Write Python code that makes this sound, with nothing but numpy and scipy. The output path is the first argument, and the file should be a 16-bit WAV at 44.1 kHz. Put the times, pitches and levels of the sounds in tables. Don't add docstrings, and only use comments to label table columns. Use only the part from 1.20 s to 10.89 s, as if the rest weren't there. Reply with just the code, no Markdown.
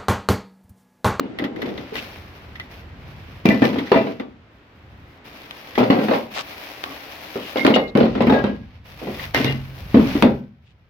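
import sys
import numpy as np
from scipy import signal
from scipy.fft import rfft, irfft, next_fast_len
from scipy.io import wavfile

SR = 44100
rng = np.random.default_rng(int(sys.argv[2]) if len(sys.argv) > 2 else 0)


def dump_mix(stems):
    frames = np.atleast_2d(stems).T
    limited = np.clip(frames, -1, 1)
    pcm = np.round(limited * 32767).astype(np.int16)
    wavfile.write(sys.argv[1], SR, pcm)


N = 427329

# (time [s], strength [dB], hardness [dB], change per rebound [dB], note of the spot [Hz])
LANDINGS = [(0.004, -20, -10.5, -3.5, 267), (0.195, -16, -9, 0, 290), (0.429, -16.5, -11.5, -4.5, 290),
            (0.579, -23, -10.5, -5.5, 330), (0.722, -24.5, -10.5, -3, 440), (2.254, -0.5, -16, -14, 214),
            (2.29, -8, -9.5, -3.5, 240), (2.42, -1.5, -9, -7.5, 304), (2.532, -15, -9.5, 0.5, 280),
            (2.717, -6.5, -0.5, -5.5, 402), (2.759, -7.5, -10, -3.5, 272), (2.868, -14.5, -9.5, -29, 429),
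            (2.999, -19.5, -8.5, -14, 258), (4.578, -5.5, -4.5, -3, 237), (4.701, -4, -6.5, -5, 270),
            (4.787, -10.5, -7.5, -2.5, 222), (4.884, -11.5, -1, 0, 225), (6.157, -17.5, -7, -20.5, 396),
            (6.358, -18, 1, -15, 518), (6.377, -17, -11.5, -3.5, 317), (6.449, -3, -5.5, -2, 277),
            (6.561, -5.5, -3.5, -31, 524), (6.752, -2.5, -11.5, -1.5, 576), (6.803, -6, -10, -2, 224),
            (6.952, -11.5, -8.5, -6, 251), (7.006, -3.5, -8.5, -9.5, 264), (7.07, -4.5, -10, 0, 247),
            (7.135, -13, -3, -3, 580), (7.241, -7.5, -11, -7, 220), (7.817, -22.5, -7.5, -3, 316),
            (7.871, -16, -9, -12, 376), (8.146, -15.5, -7.5, 4.5, 259), (8.246, -11, -12.5, -5, 238),
            (8.744, 1.5, -15, -4, 267.5), (8.953, -11, -12, -26, 290), (9.024, 2.5, -9.5, -10, 213)]
# (frequency [Hz], level [dB per Hz, relative])
FILM_COLOUR = [(180, -49), (300, 4), (326, -8), (546, 0), (774, -1), (1460, -5), (2400, -1), (5430, -15),
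               (7950, -38.5), (13500, -26), (16000, -32)]
# (frequency [Hz], left-right difference [dB])
FILM_BALANCE = [(300, 3), (2500, -1), (4500, 5.5), (8000, 12.5), (14000, 13)]


def from_db(db):
    return 10 ** (np.asarray(db) / 20)


def rms_one(x):
    return x / np.sqrt(np.mean(x ** 2) + 1e-20)


def in_time(rows):
    return np.interp(np.arange(N) / SR, *np.transpose(rows))


def at_hz(points, hz):
    f, value = np.transpose(points)
    return np.interp(np.log(np.maximum(hz, 1)), np.log(f), value)


def near_db(hz, spot_hz, db_per_octave, depth_db):
    octaves = np.abs(np.log2(hz / spot_hz))
    return -np.minimum(db_per_octave * octaves, depth_db)


def drift(rate_hz, size=N):
    knots = rng.standard_normal(int(rate_hz * size / SR) + 2)
    return rms_one(np.interp(np.arange(size) * rate_hz / SR, np.arange(len(knots)), knots))


def add(out, s, sound):
    lag_s = rng.normal(.00018, .0002)
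    for channel, start_s in enumerate([s, s + lag_s]):
        i = max(round(start_s * SR), 0)
        out[channel, i:i + sound.shape[1]] += sound[channel, :N - i]


def panned(db):
    return from_db(np.array([[.5], [-.5]]) * db)


def paired(two, hz):
    # (frequency [Hz], left-right correlation)
    likeness = [(150, 0.96), (280, 0.97), (520, 0.77), (1000, 0.14), (2200, 0.038), (8000, 0.068)]
    alike = np.clip(at_hz(likeness, hz), -1, 1)
    mid = np.sqrt((1 + alike) / 2) * two[0]
    side = np.sqrt((1 - alike) / 2) * two[1]
    return np.array([mid + side, mid - side])


def coloured(two, spectrum, balance=None):
    size = 2 * next_fast_len(two.shape[-1] // 2 + 1024)
    hz = np.arange(size // 2 + 1) * SR / size
    cepstrum = irfft(np.log(rms_one(from_db(at_hz(spectrum, hz)))))
    fold = np.r_[1, np.full(size // 2 - 1, 2), 1, np.zeros(size // 2 - 1)]
    response = np.exp(rfft(cepstrum * fold))
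    if balance is not None:
        response = response * panned(at_hz(balance, hz))
    return irfft(paired(rfft(two, size), hz) * response)[:, :two.shape[-1]]


def burst(t60_s, tail_db, tail_t60_s):
    t = np.arange(SR // 2) / SR
    envelope = from_db(-60 * t / t60_s) + from_db(tail_db - 60 * t / tail_t60_s)
    return rng.standard_normal((2, len(t))) * envelope


def background():
    # (time [s], level [dB, before the offset below])
    level = [(0, -45.5), (2.2, -47.5), (3.2, -54.5), (4.2, -48), (6.2, -49.5), (7.5, -60), (8.6, -49),
             (9.35, -65.5), (9.69, -64.5)]
    # (frequency [Hz], level [dB per Hz, relative])
    colour = [(88, -20.5), (150, -4), (283, -2.5), (465, -8.5), (2060, -13), (3630, -22), (9000, -48),
              (12000, -100)]
    offset_db = 1.0
    return coloured(from_db(in_time(level) + offset_db) * rng.standard_normal((2, N)), colour)


def wind(still_air_db=-54.5):
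    # (middle [s], half-width to 1/e power [s], level [dB])
    swings = [(1.15, 0.42, -45), (1.9, 0.46, -40.5), (3.75, 0.13, -44), (7.07, 0.29, -35.5),
              (8.299, 0.39, -36.5), (8.92, 0.15, -28)]
    # (frequency [Hz], level [dB per Hz, relative])
    colour = [(20, -27.5), (45, -1.5), (80, 5), (130, -0.5), (250, -14), (500, -66)]
    t = np.arange(N) / SR
    power = np.full(N, from_db(still_air_db) ** 2)
    for middle_s, width_s, db in swings:
        power += from_db(db) ** 2 * np.exp(-((t - middle_s) / width_s) ** 2)
    gusts_db = 1.2 * drift(14)
    return coloured(np.sqrt(power) * from_db(gusts_db) * rng.standard_normal((2, N)), colour)


def sliding(restless_db=-82, grip_s=0.017, settle_db_per_s=120):
    # (time [s], length [s], level [dB, relative], swell [dB], sheen of the top octave [dB])
    pulls = [(0.374, 0.45, -56, 2.5, -2), (0.731, 0.49, -56, -23.5, 4.5), (1.122, 0.48, -64.5, -6, 3),
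             (1.497, 0.052, -56, -5, 5), (1.604, 0.57, -65.5, 14, 3), (2.24, 0.64, -50.5, -1, -2.5),
             (3.297, 0.63, -77, 12, 6), (4.039, 0.95, -53.5, 8.5, 4.5), (5.098, 1.394, -50, 2, 6),
             (6.757, 0.5, -53.5, -4.5, -14), (7.3, 0.27, -66, 0, -5), (7.637, 0.39, -54, 17.5, 6.5),
             (8.137, 0.14, -40.5, -20.5, 0), (8.289, 0.69, -57, 13, 8), (8.686, 0.23, -49, 16, 0)]
    t = np.arange(N) / SR
    power = np.full(N, from_db(restless_db) ** 2)
    top_power = power.copy()
    for s, length_s, db, swell_db, sheen_db in pulls:
        first = max(int(s * SR), 0)
        age = t[:N - first]
        swell = swell_db * (np.minimum(age / length_s, 1) - .5)
        settling = settle_db_per_s * np.maximum(age - length_s, 0)
        pull = (np.minimum(age / grip_s, 1) * from_db(db + swell - settling)) ** 2
        power[first:] += pull
        top_power[first:] += pull * from_db(sheen_db) ** 2
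    return np.sqrt(power), np.sqrt(top_power / power)


def rustle(level_db=12.0, creases_per_s=1800, size_db=3.0, clump_db=6.0, sheen_hz=8000):
    # (time [s], left-right difference [dB])
    place = [(1, 1), (2, -2), (4.2, 1), (6.4, 2), (7.5, -2), (7.9, 1)]
    born = rng.random(N) < creases_per_s * from_db(clump_db * drift(25)) / SR
    sizes = from_db(size_db * np.minimum(rng.exponential(1, N), 4))
    pops = rms_one(born * sizes * rng.standard_normal((2, N)))
    hiss = rng.standard_normal((2, N))
    strength, sheen = sliding()
    film = coloured(rms_one(pops + hiss) * strength * from_db(level_db), FILM_COLOUR, FILM_BALANCE)
    top = signal.sosfiltfilt(signal.butter(2, sheen_hz, "high", fs=SR, output="sos"), film)
    return (film + (sheen - 1) * top) * panned(in_time(place))


def rubs(slips_per_s=900, hiss=0.12):
    # (time [s], length [s], level [dB], pitch [Hz], nominal width [Hz])
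    drags = [(0.03, 0.21, -38.5, 295, 160), (0.249, 0.42, -31.5, 350, 219), (0.753, 0.059, -29, 2600, 600),
             (5.126, 0.11, -29, 2960, 2530), (5.143, 0.083, -28.5, 830, 900), (6.133, 0.23, -41, 3020, 400),
             (6.534, 0.031, -21.5, 3040, 500), (6.666, 0.047, -44, 3960, 249),
             (9.43, 0.12, -62, 2775, 1200)]
    out = np.zeros((2, N))
    for s, length_s, db, hz, width_hz in drags:
        pull = signal.windows.tukey(int(length_s * SR), .8)
        slips = (rng.random(SR) < slips_per_s / SR) + hiss
        edge = np.exp(width_hz / hz / 2)
        band = signal.butter(1, [hz / edge, hz * edge], "band", fs=SR, output="sos")
        dull = signal.butter(2, min(2 * hz, 4800), fs=SR, output="sos")
        squeak = signal.sosfilt(np.vstack([band, dull]), slips * rng.standard_normal((2, SR)))
        add(out, s, from_db(db) * pull * rms_one(squeak[:, :len(pull)]))
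    return out * panned(2.1)


def snaps(level_db=2.0):
    # (time [s], level [dB, relative])
    clicks = [(0.187, -29), (0.2403, -30), (0.361, -39.5), (0.418, -30.5), (0.4584, -38), (0.4892, -41),
              (0.577, -38), (0.7554, -31.5), (1.3554, -39.5), (1.3997, -36.5), (2.423, -31), (2.5855, -28),
              (2.672, -38.5), (2.998, -38.5), (4.554, -31), (7.945, -38), (7.994, -34.5), (8.038, -34)]
    # (frequency [Hz], level [dB per Hz, relative])
    mean_colour = [(500, -10.5), (1600, -8), (2020, 7), (2350, -9), (3400, -5.5), (6000, -26.5),
                   (8500, -47.5), (12000, -32), (16000, -41.5)]
    out = np.zeros((2, N))
    for s, db in clicks:
        colour = [(hz, level + rng.uniform(-2.5, 2.5)) for hz, level in mean_colour]
        crack = from_db(db + level_db) * burst(t60_s=0.054, tail_db=-3.5, tail_t60_s=0.14)
        add(out, s, coloured(crack, colour, FILM_BALANCE))
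    return out


def cracks():
    # (time [s], level [dB], left-right difference [dB])
    bursts = [(0.755, -20, -5), (1.398, -26, -12), (2.72, -17.5, 0.5), (4.309, -21.5, -5), (4.707, -17, -4),
              (5.639, -15.5, -4.5), (6.449, -13, -3.5), (6.466, -7.5, -4), (6.561, -15, -4.5),
              (6.774, -18, 1), (7.022, -20.5, 4), (8.146, -15, 2), (9.024, -8, 3)]
    # (frequency [Hz], level [dB per Hz, relative])
    colour = [(300, -6.5), (1200, 5.5), (3500, 0.5), (6000, -18.5), (8500, -33.5), (12000, -23),
              (16000, -34)]
    out = np.zeros((2, N))
    for s, db, pan_db in bursts:
        add(out, s, from_db(db) * panned(pan_db) * burst(t60_s=0.01, tail_db=-19.5, tail_t60_s=0.16))
    return coloured(out, colour, FILM_BALANCE)


def touches(rebounds=2, rebound_s=.026, padding_db=-8.5):
    rows = []
    for s, db, hardness_db, rebound_db, hz in LANDINGS:
        for k in range(rebounds + 1):
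            boom_db = db + k * min(rebound_db, 0)
            body_db = boom_db + hardness_db
            clack_db = body_db + padding_db
            rows.append((s + k * rebound_s, boom_db, body_db, clack_db, hz))
    return rows


def crunches(level_db=-19.5, pinch_db=-13.0):
    # (time [s], level [dB, relative])
    pinches = [(2.255, -14), (2.288, -13.5), (2.441, -12.5), (4.582, -14.5), (4.706, -23), (4.904, -21),
               (6.37, -15), (6.752, -31), (6.773, -21.5), (7.068, -21), (7.098, -23.5), (7.134, -23.5),
               (7.241, -33.5), (7.787, -25), (8.146, -10), (8.206, -18), (8.245, -11.5)]
    out = np.zeros((2, N))
    crushes = [(s, clack_db + level_db) for s, _, _, clack_db, _ in touches()]
    crushes += [(s, db + pinch_db) for s, db in pinches]
    for s, db in crushes:
        grain = rms_one(from_db(4.2 * drift(400, size=SR // 2)))
        add(out, s, from_db(db) * grain * burst(t60_s=0.042, tail_db=-1.5, tail_t60_s=0.45))
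    return coloured(out, FILM_COLOUR, FILM_BALANCE)


def struck(hits, modes, load_shift, chatter=0.54, chatter_per_s=90, spread_db=3.0,
           focus_db_per_octave=30, focus_db=10.0):
    out, t = np.zeros((2, N)), np.arange(SR) / SR
    hz, mode_db, t60_s = np.transpose(modes)
    fade = from_db(-60 * np.outer(1 / t60_s, t))
    for s, db, spot_hz in hits:
        loaded_hz = hz * (1 + load_shift * rng.uniform(-1, 1, len(hz)))
        rings = fade * np.sin(2 * np.pi * np.outer(loaded_hz, t))
        turn = rng.uniform(0, 2 * np.pi, len(hz))
        strengths = paired([np.sign(np.cos(turn)), np.sqrt(2) * np.sin(turn)], hz)
        waver = 1 + chatter * np.array([drift(chatter_per_s, size=SR) for _ in hz])
        focus = near_db(hz, spot_hz, focus_db_per_octave, focus_db)
        mix_db = mode_db + focus + spread_db * rng.standard_normal(len(hz))
        add(out, s, strengths * from_db(db + mix_db) @ (rings * waver))
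    return out


def crate_wall():
    # (time [s], level [dB], favoured frequency [Hz])
    hits = [(4.6, -20, 119), (8.17, -15, 222), (8.25, -20, 135), (9.03, -29, 126)]
    # (frequency [Hz], level [dB], t60 [s])
    modes = [(118, -3, .35), (134.6, 2, .9), (222, -11, .4)]
    return struck(hits, modes, load_shift=0, chatter=0)


def steel_parts():
    # (frequency [Hz], level [dB], t60 [s])
    plate_hits = [(2.265, -18.5, 2380), (2.304, -16.5, 2020), (2.425, -16.5, 1830), (2.72, -29.5, 2690),
                  (2.76, -12.5, 655)]
    plate_modes = [(654, -3, 0.4), (1780, -4, 0.2), (2000, -5.5, 0.29), (2380, 0, 0.17), (2690, -9, 0.39)]
    housing_hits = [(4.578, -19, 530), (4.701, -24, 730), (4.885, -29, 615), (5.17, -39, 810),
                    (5.66, -35, 1130)]
    housing_modes = [(275, 6, .5), (405, 0, 0.3), (526, 0, 0.6), (614, -7, 1.2), (732, -3, 0.9),
                     (807, -7, 0.9), (1045, -2, .35), (1130, -1, .4), (1236, -1, 0.4)]
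    bracket_hits = [(6.372, -19, 3830), (6.394, -27, 2130), (6.466, -20.5, 3750), (6.54, -18, 3000),
                    (6.562, -25, 2180)]
    bracket_modes = [(2135, 1, 0.36), (2880, -3, 0.24), (3330, -5, 0.12), (3720, -5, 0.15),
                     (4670, -9, 0.14)]
    frame_hits = [(7.098, -23.5, 850), (7.135, -25, 1660), (7.243, -34, 3230)]
    frame_modes = [(859, 3.5, 0.3), (1290, 3, 0.28), (1640, 1, 0.47), (2440, -10, 0.18), (3300, -9, 0.2),
                   (3730, 1, 0.2)]
    handle_hits = [(8.146, -18, 1850), (8.206, -28, 2130), (8.245, -24, 3725), (8.266, -24, 3390),
                   (8.279, -23, 2820), (9.024, -28, 1520)]
    handle_modes = [(1523, -13, 0.55), (1850, -1, 0.2), (2040, -3, 0.3), (2130, 0, 0.2), (2820, 1, 0.28),
                    (3385, -2, 0.13), (3725, -4, 0.12), (4050, -6, 0.12)]
    out = struck(housing_hits, housing_modes, load_shift=0)
    for hits, modes in [(plate_hits, plate_modes), (bracket_hits, bracket_modes),
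                        (frame_hits, frame_modes), (handle_hits, handle_modes)]:
        out += struck(hits, modes, load_shift=.005)
    return out


def thumps(level_db=-8.0, t60_s=0.13):
    out, t = np.zeros((2, N)), np.arange(SR // 2) / SR
    for s, db, _, _, hz in LANDINGS:
        note = np.sin(2 * np.pi * hz * t) * from_db(db + level_db - 60 * t / t60_s)
        add(out, s, np.ones((2, 1)) * note)
    return out


def plywood(level_db=-11.0, deep_db=-1.0, body_db=-3.0, clack_db=9.0, spread_db=3.5,
            attack=0.25, attack_s=0.0058, count=300):
    # (frequency [Hz], response [dB per Hz, relative])
    lid_response = [(60, -33), (100, -18.5), (135, -6.5), (165, -13), (212, 0.5), (272, 1), (330, -3.5),
                    (410, 2), (560, 5.5), (950, -1.5), (1500, -11), (2800, -17), (4500, -27), (7500, -64)]
    # (frequency [Hz], nominal t60 [s])
    lid_t60 = [(100, 0.75), (260, 0.39), (700, 0.3), (1840, 0.28), (4850, 0.22)]
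    order = np.arange(count)
    hz = 200 * 36 ** ((order + rng.random(count)) / count) - 130
    share = np.sqrt((hz + 130) / 2300)
    t = np.arange(int(.55 * SR), dtype=np.float32) / SR
    unevenness = np.interp(hz, [400, 1200], [.3, 1])
    t60_s = at_hz(lid_t60, hz) * np.exp(unevenness * rng.uniform(-.5, .25, count))
    decay = (np.log(1000) / t60_s).astype(np.float32)
    waves = np.sin(np.outer((2 * np.pi * hz).astype(np.float32), t))
    modes = waves * np.exp(-np.outer(decay, t))
    direct = 1 + attack * np.exp(-t / attack_s)
    out = np.zeros((2, N))
    for s, boom, body, clack, spot_hz in touches():
        deep = boom + deep_db + 0.77 * (boom - body - 8)
        contact_db = at_hz([(120, deep), (300, boom), (600, body + body_db), (1200, body + body_db),
                            (2000, clack + clack_db)], hz)
        centres = order[::5]
        clusters_db = np.interp(order, centres, rng.uniform(-8, 6, len(centres)))
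        spot_db = unevenness * (clusters_db + spread_db * rng.standard_normal(count))
        focus = near_db(hz, spot_hz, db_per_octave=12.5, depth_db=5.0)
        gain = share * from_db(level_db + contact_db + at_hz(lid_response, hz) + spot_db + focus)
        strengths = gain * paired(rng.choice([-1, 1], (2, count)), hz)
        add(out, s, direct * (strengths.astype(np.float32) @ modes))
    return out


def without_deep_bass(x, lowest_hz=90):
    return signal.sosfilt(signal.butter(2, lowest_hz, "high", fs=SR, output="sos"), x + 1e-18)


def scene():
    air = background() + wind()
    film = rustle() + rubs() + snaps() + cracks() + crunches()
    wood = crate_wall() + thumps() + plywood()
    return air + film + without_deep_bass(steel_parts() * panned(3) + wood * panned(.8))


def record(dry, top=4.8, cutoff_hz=16200):
    rounded = top * np.tanh(dry / top)
    return signal.sosfilt(signal.ellip(10, .2, 80, cutoff_hz, fs=SR, output="sos"), rounded)


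dry = scene()
out = record(dry)
dump_mix(out)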